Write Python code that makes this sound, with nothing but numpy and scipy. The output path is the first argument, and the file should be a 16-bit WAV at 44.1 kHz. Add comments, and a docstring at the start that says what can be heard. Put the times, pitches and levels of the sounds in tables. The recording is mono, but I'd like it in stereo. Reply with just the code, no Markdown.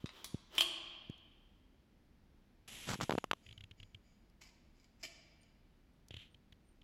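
"""Bicycle brakes and a muted bell

In a bare, echoing room, a bicycle's brake levers are squeezed and snap back, ringing the
handlebar. Then fingers fiddle with the bell: its plastic trigger clicks while the hand mutes
the dome. A finger on the camera bumps, rubs and creaks beside the right microphone."""
import sys
import numpy as np
from scipy import signal
from scipy.io import wavfile
from scipy.ndimage import uniform_filter1d

SR = 44100
rng = np.random.default_rng(int(sys.argv[2]) if len(sys.argv) > 2 else 0)


def materialize(psi):
    """Save the field psi as 16-bit PCM at rate SR to the path in sys.argv[1].

    A 1-D psi becomes a single channel; in a 2-D psi each row is a channel.
    """
    bounded = np.clip(np.atleast_2d(psi).T, -1, 1)
    quanta = np.round(bounded * 32767).astype(np.int16)
    wavfile.write(sys.argv[1], SR, quanta)


N = 301511
TIME = np.arange(N) / SR


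def amp(db):
    """Turns decibels into a gain."""
    return 10 ** (np.asarray(db) / 20)


def unit(x):
    """Scales a sound to an average (rms) level of 1."""
    return x / np.sqrt(np.mean(x ** 2) + 1e-20)


def look_up(points, hz):
    """Reads between a table's rows on a log-frequency axis."""
    row_hz, values = np.transpose(points)
    return np.interp(np.log(hz + 1), np.log(row_hz + 1), values)


def add(mix, start, sound):
    """Mixes a sound in at a time in seconds."""
    part = mix[max(round(start * SR), 0):][:len(sound)]
    part += sound[:len(part)]


def colour(x, tone, size=4096):
    """Filters a sound to follow a tone table, with no ringing ahead of it."""
    hz = abs(np.fft.fftfreq(size, 1 / SR))
    log_gain = np.log(amp(look_up(tone, hz)))
    response = np.exp(np.conj(signal.hilbert(log_gain)))
    return signal.oaconvolve(x, np.fft.ifft(response).real)[:len(x)]


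def burst(tone, decay_s, size=4096):
    """A brief contact makes a puff of noise that dies quickly."""
    fade = np.exp(-np.arange(size) / SR / decay_s)
    puff = colour(rng.standard_normal(size) * fade, tone)
    return .5 * puff * np.linalg.norm(fade) / np.linalg.norm(puff)


def ring(modes, spread=.015, size=12000):
    """A struck part rings at its own pitches (modes); the hand's grip detunes each blow a little."""
    t = np.arange(size) / SR
    detune = 1 + spread * rng.uniform(-1, 1)
    # neighbouring modes swing in opposite directions
    return sum((-1) ** k * amp(db - 60 * t / ring_s) * np.sin(2 * np.pi * hz * detune * t)
               for k, (hz, db, ring_s) in enumerate(modes))


def effort(strokes, release_s):
    """Each stroke gathers speed, holds, then dies away."""
    gain = np.zeros(N)
    for start, rise_s, hold_s, db in strokes:
        rise = np.clip((TIME - start) / rise_s, 0, 1) ** 2
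        fall = np.exp(-np.maximum(TIME - start - rise_s - hold_s, 0) / release_s)
        gain = np.maximum(gain, amp(db) * rise * fall)
    return gain


def friction(strokes, tone, grain_db, release_s):
    """Rubbing is countless tiny, uneven slips; more grain makes it grittier."""
    clumps = unit(uniform_filter1d(rng.standard_normal(N), size=40))
    slips = rng.standard_normal(N) * amp(grain_db * clumps)
    return unit(colour(slips, tone)) * effort(strokes, release_s)


# The quiet room's tone. Each row, as in every tone table: frequency in Hz, level in dB.
AIR_TONE = [(15, -34), (25, 1), (87, -9), (108, -13.5), (134, -12.5), (242, -11), (270, -15.5), (309, -16),
            (427, -23.5), (962, -29.5), (1040, -31.5), (1940, -32.5), (2910, -35.5), (4870, -39.5),
            (8400, -50.5), (11500, -48), (16000, -52)]
def air(shared=0.096):
    """Steady room rumble and hiss, partly common to both microphones."""
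    left, right, common = (unit(colour(rng.standard_normal(N), AIR_TONE)) for _ in range(3))
    pair = np.sqrt(1 - shared) * np.array([left, right]) + np.sqrt(shared) * common
    return amp([[-65.2], [-63.7]]) * pair


# How long the room rings. Each row: frequency in Hz, seconds to fade by 60 dB.
ROOM_FADE = [(150, 1.3), (350, 1.8), (1000, 1.43), (3000, 1.46), (4500, 1.1), (8000, 0.54), (15000, 0.2)]
# The tone of that ringing. Each row: frequency in Hz, level in dB.
ROOM_TONE = [(100, 1), (350, 3), (1000, 2.5), (3000, -4.5), (5000, -3.5), (8000, 3.5), (15000, -2.5)]
def reverb(x, build_s=0.01, count=3):
    """The room's long tail, treble dying first. Quick blows radiate differently, so tails take turns."""
    t, out = np.arange(2 * SR) / SR, np.zeros(N)
    for k in range(count):
        hz, frame_s, bands = signal.stft(rng.standard_normal(len(t)), SR, nperseg=256)
        bands *= 1000 ** (-frame_s / look_up(ROOM_FADE, hz)[:, None])
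        tail = signal.istft(bands, SR, nperseg=256)[1][:len(t)]
        tail *= 1 - np.exp(-t / build_s)
        share = np.sqrt(2 / count) * np.cos(np.pi * (TIME * 20 + k / count))
        out += signal.fftconvolve(x * share, tail / np.linalg.norm(tail))[:N]
    return colour(out, ROOM_TONE)


# Echoes off floor, bicycle and wall. Each row: delay in seconds before stretching, level in dB.
ECHOES = [(.004, -15), (0.0104, -14), (0.0154, -14), (0.02, -19), (0.023, -21.5)]
def room(x, tail_db, early_db, stretch=1, scatter_s=.018):
    """One microphone hears the direct sound, single echoes, early scatter and the tail."""
    t = np.arange(8192) / SR
    scatter = rng.standard_normal(len(t)) * np.exp(-t / scatter_s)
    response = amp(early_db) * scatter / np.linalg.norm(scatter)
    response[0] += 1  # the direct sound
    for delay, db in ECHOES:
        add(response, delay * stretch, amp([db]))
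    return signal.oaconvolve(x, response)[:N] + amp(tail_db) * reverb(x)


# Faint squeaks. Each row: start in seconds, length in seconds, pitch in Hz, level in dB.
SQUEAKS = [(3.137, 0.12, 6860, -72), (5.391, 0.072, 8860, -77), (5.925, 0.033, 9000, -85),
           (6.296, 0.054, 8800, -82), (6.627, 0.12, 8900, -79)]
def squeaks(width_hz=180):
    """Thin, unsteady whistles swell and fade."""
    out = np.zeros(N)
    smoothing = signal.butter(2, width_hz / 2, fs=SR, output="sos")
    for start, length, hz, db in SQUEAKS:
        t = np.arange(round(length * SR)) / SR
        waver = signal.sosfilt(smoothing, rng.standard_normal(SR))[-len(t):]
        whistle = unit(waver * np.sin(2 * np.pi * hz * t))
        add(out, start, amp(db) * whistle * np.hanning(len(t)))
    return out


# Bright ticks. Each row: start in seconds, level in dB.
THIN_TICKS = [(1.099, -49), (1.18, -56), (4.299, -57.5), (6.0842, -42.5)]
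# Their tone. Each row: frequency in Hz, level in dB.
TICK_TONE = [(2000, -18), (4800, 2), (5800, 1), (7500, -2), (9000, -12), (11000, -2), (16000, -19)]
def thin_ticks():
    """Tiny dry ticks, like a nail touching the camera case."""
    out = np.zeros(N)
    for start, db in THIN_TICKS:
        add(out, start, amp(db) * burst(TICK_TONE, decay_s=0.0019))
    return out


# The case creaks under the finger. Each row: start in seconds, strength in dB.
CREAKS = [(3.4632, -48.5), (3.489, -48), (3.5095, -48.5), (3.5257, -48.5), (3.577, -45.5), (3.6068, -46),
          (3.638, -46), (3.7107, -47), (3.8, -47.5), (3.8298, -46.5), (3.9455, -44), (6.107, -43.5),
          (6.1408, -42), (6.1664, -41), (6.344, -52.5), (6.5237, -52), (6.8152, -57.5)]
# The tone of the port, the microphone's small opening. Each row: frequency in Hz, level in dB.
PORT_TONE = [(200, -15), (450, -15.5), (1000, -22), (1900, -8.5), (2600, -1), (3200, 5), (3800, -4.5),
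             (5000, -20.5), (7300, -21.5), (9000, -34), (11000, -25), (16000, -48)]
def case_creaks(buzz_db=5, slip_s=0.0055, wobble_db=2.5, wobble_hz=100, wobble_s=0.099):
    """Each slip of the case buzzes the hollow of the port and rocks the microphone."""
    out, t = np.zeros(N), np.arange(4096) / SR
    wobble = np.sin(2 * np.pi * wobble_hz * t) * 1000 ** (-t / wobble_s)
    slip = 1 / (1 + (t / slip_s) ** 8)
    for start, db in CREAKS:
        buzz = colour(rng.standard_normal(len(t)) * slip, PORT_TONE)
        buzz *= 0.5 * np.linalg.norm(slip) / np.linalg.norm(buzz)
        add(out, start, amp(db + buzz_db) * buzz + amp(db + wobble_db) * wobble)
    return out


# The finger bumps the port. Each row: time in seconds, level in dB, pulse width in seconds.
BUMPS = [(0.0432, -24.5, .0016), (0.3452, -22.5, .0016), (1.0986, -28.5, 0.0016), (2.8899, -24.5, .0004),
         (2.9573, -34.5, .001), (2.992, -33, 0.0015), (3.0022, -30.5, 0.00029), (3.011, -20.5, 0.00024),
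         (3.0957, -14.5, 0.00041), (3.1082, -18, 0.00023), (3.12, -20, 0.00051), (3.125, -22.5, .00025),
         (3.1369, -23, 0.0009), (3.1528, -20.5, 0.00064), (3.1799, -18, 0.00057), (3.1841, -18.5, 0.00032),
         (3.242, -21.5, 0.0003), (3.313, -14.5, .00018), (3.333, -19.5, 0.00025), (6.108, -40.5, 0.00075),
         (6.1415, -41, 0.00082)]
# The hollow tone of a bump's grit. Each row: frequency in Hz, level in dB.
GRIT_TONE = [(100, -9.5), (380, -21.5), (750, -3), (1100, 2), (1900, -10.5), (3000, -5.5), (4500, -11),
             (5600, -17.5), (7800, -19), (9400, -41), (11000, -21.5), (16000, -41)]
def finger_bumps(bass_cut_hz=85, suction=0.13, lead_s=.012):
    """Skin pushes air into the port and pulls away: a two-sided pulse, then grit."""
    out, t = np.zeros(N), np.arange(round(2 * lead_s * SR)) / SR - lead_s
    for time, db, width in BUMPS:
        widths = t / width
        pulse = -3 * (widths + suction) / (1 + widths ** 2) ** 2
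        add(out, time - lead_s, amp(db) * pulse * np.hanning(len(t)))
        grit_db = db + 2 - 7 * np.log2(width / 0.00021)  # twice as wide gives 7 dB less grit
        add(out, time, amp(grit_db) * burst(GRIT_TONE, decay_s=0.0015))
    bass_cut = signal.butter(3, bass_cut_hz, "high", fs=SR, output="sos")  # makes pulses swing back
    return signal.sosfilt(bass_cut, out)


# The finger's strokes. Each row: start, rise time and hold time in seconds, level in dB.
BRUSHES = [(2.676, 0.0028, 0.0039, -45.5), (2.67, 0.047, 0.22, -47), (3.02, 0.013, 0.0044, -49),
           (3.09, 0.034, 0.011, -52.5), (3.31, 0.04, 0.16, -72.5)]
GRIP_SHIFTS = [(6.104, 0.0064, 0.083, -59), (6.14, 0.048, 0.037, -52.5)]
DRAGS = [(2.855, 0.033, 0.057, -34), (3.0, 0.018, 0.018, -32.5)]
# The tones of brushing and dragging skin. Each row: frequency in Hz, level in dB.
BRUSH_TONE = [(40, -2), (150, -2.5), (450, -10), (1500, -10), (2300, -3), (3150, 2), (4500, -10.5),
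              (6300, -8), (7700, -8), (9300, -18), (11100, -6), (12500, -20), (16000, -38)]
DRAG_TONE = [(30, -16), (90, -0.5), (180, 3), (430, -12), (900, -7.5), (2000, -13), (4000, -16),
             (7800, -18.5), (9300, -36), (11000, -29), (16000, -42.5)]
def finger_rubs():
    """Skin brushes and shifts smoothly on the case, and drags grittily across the port."""
    brush = friction(BRUSHES, BRUSH_TONE, grain_db=1.5, release_s=0.052)
    shift = friction(GRIP_SHIFTS, PORT_TONE, grain_db=1.5, release_s=0.036)
    drag = friction(DRAGS, DRAG_TONE, grain_db=4.0, release_s=0.0062)
    return brush + shift + drag


# The trigger scrapes on its pivot and fingertips rub the dome.
# Each row: start, rise time and hold time in seconds, level in dB.
SCRAPES = [(4.405, 0.013, .004, -49), (4.42, .015, .06, -63.5), (4.72, 0.042, .09, -74),
           (4.98, 0.032, .01, -62.5), (5.026, 0.0042, .019, -43.5)]
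DOME_RUBS = [(3.41, 0.028, 0.024, -67), (3.76, 0.022, .01, -70), (4.0, 0.058, .05, -74),
             (4.42, 0.012, 0.021, -71), (5.39, 0.026, 0.016, -78.5)]
# The trigger's clicks. Each row: start in seconds, level in dB.
TRIGGER_CLICKS = [(4.4226, -47.5), (4.437, -49), (4.799, -55.5), (4.8438, -51.5), (5.033, -40),
                  (5.039, -32), (5.052, -33), (5.4326, -56)]
# The tones of scraping and clicking plastic. Each row: frequency in Hz, level in dB.
SCRAPE_TONE = [(200, -28), (340, -11.5), (480, -22), (660, -2), (900, -9.5), (1450, -12), (2200, 4.5),
               (3800, -3.5), (4900, 6), (6000, -3), (7600, -3.5), (9200, -26), (11000, -14.5), (16000, -29)]
CLICK_TONE = [(300, -17), (1400, -17), (2100, 4), (5000, 3.5), (7400, 0), (9000, -18), (11000, -7),
              (16000, -34)]
# The muted bell and its mount. Each row: pitch in Hz, level in dB, seconds to fade by 60 dB.
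BELL_MODES = [(340, -26.5, 0.1), (655, -24.5, 0.05), (1970, -18.5, 0.033), (2313, -11.5, 0.039),
              (3064, -4, 0.0095), (4920, -3.5, 0.014), (6940, -4.5, 0.0092)]
def bell():
    """The trigger scrapes and ticks against the dome; fingers mute it, and their rubbing stirs it."""
    out = friction(SCRAPES, SCRAPE_TONE, grain_db=4.0, release_s=0.003)
    for start, db in TRIGGER_CLICKS:
        add(out, start, amp(db) * burst(CLICK_TONE, decay_s=0.0018))
        add(out, start, amp(db) * ring(BELL_MODES))
    rubbed = unit(signal.oaconvolve(rng.standard_normal(N), ring(BELL_MODES))[:N])
    return out + rubbed * effort(DOME_RUBS, release_s=0.089)


# The tone of brake parts hitting each other. Each row: frequency in Hz, level in dB.
CRACK_TONE = [(200, -17.5), (900, -10.5), (1900, -5), (3800, 5.5), (5500, -1.5), (8000, -5.5), (10500, -3),
              (13000, -9), (16000, -10)]
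def crack(top_hz):
    """A hard contact, dulled above top_hz."""
    treble_cut = signal.butter(2, top_hz, fs=SR, output="sos")
    return signal.sosfilt(treble_cut, burst(CRACK_TONE, decay_s=0.0023))


# The cable slides in its sleeve. Each row: start, rise time and hold time in seconds, level in dB.
CABLE_SLIDES = [(0, 0.0027, .015, -63), (.07, 0.086, .05, -56), (.48, .075, .006, -46)]
# Its tone. Each row: frequency in Hz, level in dB.
CABLE_TONE = [(180, -34.5), (300, -9), (392, -6), (478, -10.5), (565, -13), (1040, -10), (1430, -12),
              (2440, -12), (3130, 0), (4090, -9.5), (8500, -27), (10600, -26), (16000, -31)]
# The linkage takes up its slack. Each row: start in seconds, level in dB, treble limit in Hz.
LEVER_TICKS = [(0.0585, -25, 4540), (0.0914, -25.5, 2790), (.244, -22.5, 15100), (0.2547, -39.5, 13900),
               (0.5525, -35, 15000), (0.562, -35, 11950)]
# A lever snaps back. 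Each row: start in seconds, ring and crack levels in dB, seconds to next contact.
LEVER_SNAPS = [(0.5807, -6, -18, .0037), (0.6074, -5, -13.5, .0016)]
# The lever and handlebar ring. Each row: pitch in Hz, level in dB, seconds to fade by 60 dB.
LEVER_MODES = [(338.4, -45.5, .2), (625, -40.5, .05), (1069, -27.5, 0.025), (1220, -31.5, .02),
               (2350, -14.5, .012), (2716, -8.5, 0.011), (2956, -1.5, 0.0088), (3190, -2, 0.011),
               (3460, -10, .013), (3890, -18, 0.009), (7230, -18.5, 0.0045)]
def brakes(chatter_db=-5.5, rebound_s=.012, rebound_db=-12.5):
    """The cable slides and the linkage ticks; let go, each lever hits its stop, chatters and rebounds."""
    out = friction(CABLE_SLIDES, CABLE_TONE, grain_db=0.0, release_s=0.039)
    for start, db, top_hz in LEVER_TICKS:
        add(out, start, amp(db) * crack(top_hz))
    for start, ring_db, crack_db, chatter_s in LEVER_SNAPS:
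        for delay, db in [(0, 0), (chatter_s, chatter_db), (rebound_s, rebound_db)]:
            add(out, start + delay, amp(db + ring_db) * ring(LEVER_MODES, spread=0.046))
            add(out, start + delay, amp(db + crack_db) * crack(top_hz=13000))
    return out


# How the left microphone is shaded. Each row: frequency in Hz, level change in dB.
LEFT_SHADE = [(300, -7), (900, -4.5), (3000, -10.5), (5000, -7.5), (7200, -22), (10000, -3.5),
              (16000, -2.5)]
def scene():
    """The bicycle reaches the left side first, but shaded; the finger is almost only on the right."""
    bicycle = brakes() + bell()
    left = colour(room(bicycle, tail_db=-4.0, early_db=-1, stretch=1.17), LEFT_SHADE)
    right = room(np.roll(bicycle, 6), tail_db=-8.0, early_db=-7.5)  # 6 samples later
    finger = finger_rubs() + finger_bumps() + case_creaks() + thin_ticks()
    return np.array([left, right]) + finger * amp([[-36], [0]]) + squeaks() * amp([[-5], [0]]) + air()


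def record(dry):
    """Cuts the highest treble, above 16300 Hz."""
    treble_cut = signal.firwin(401, 16300, window=("kaiser", 8), fs=SR)
    return signal.oaconvolve(dry, treble_cut[None], "same")


dry = scene()
out = record(dry)
materialize(out)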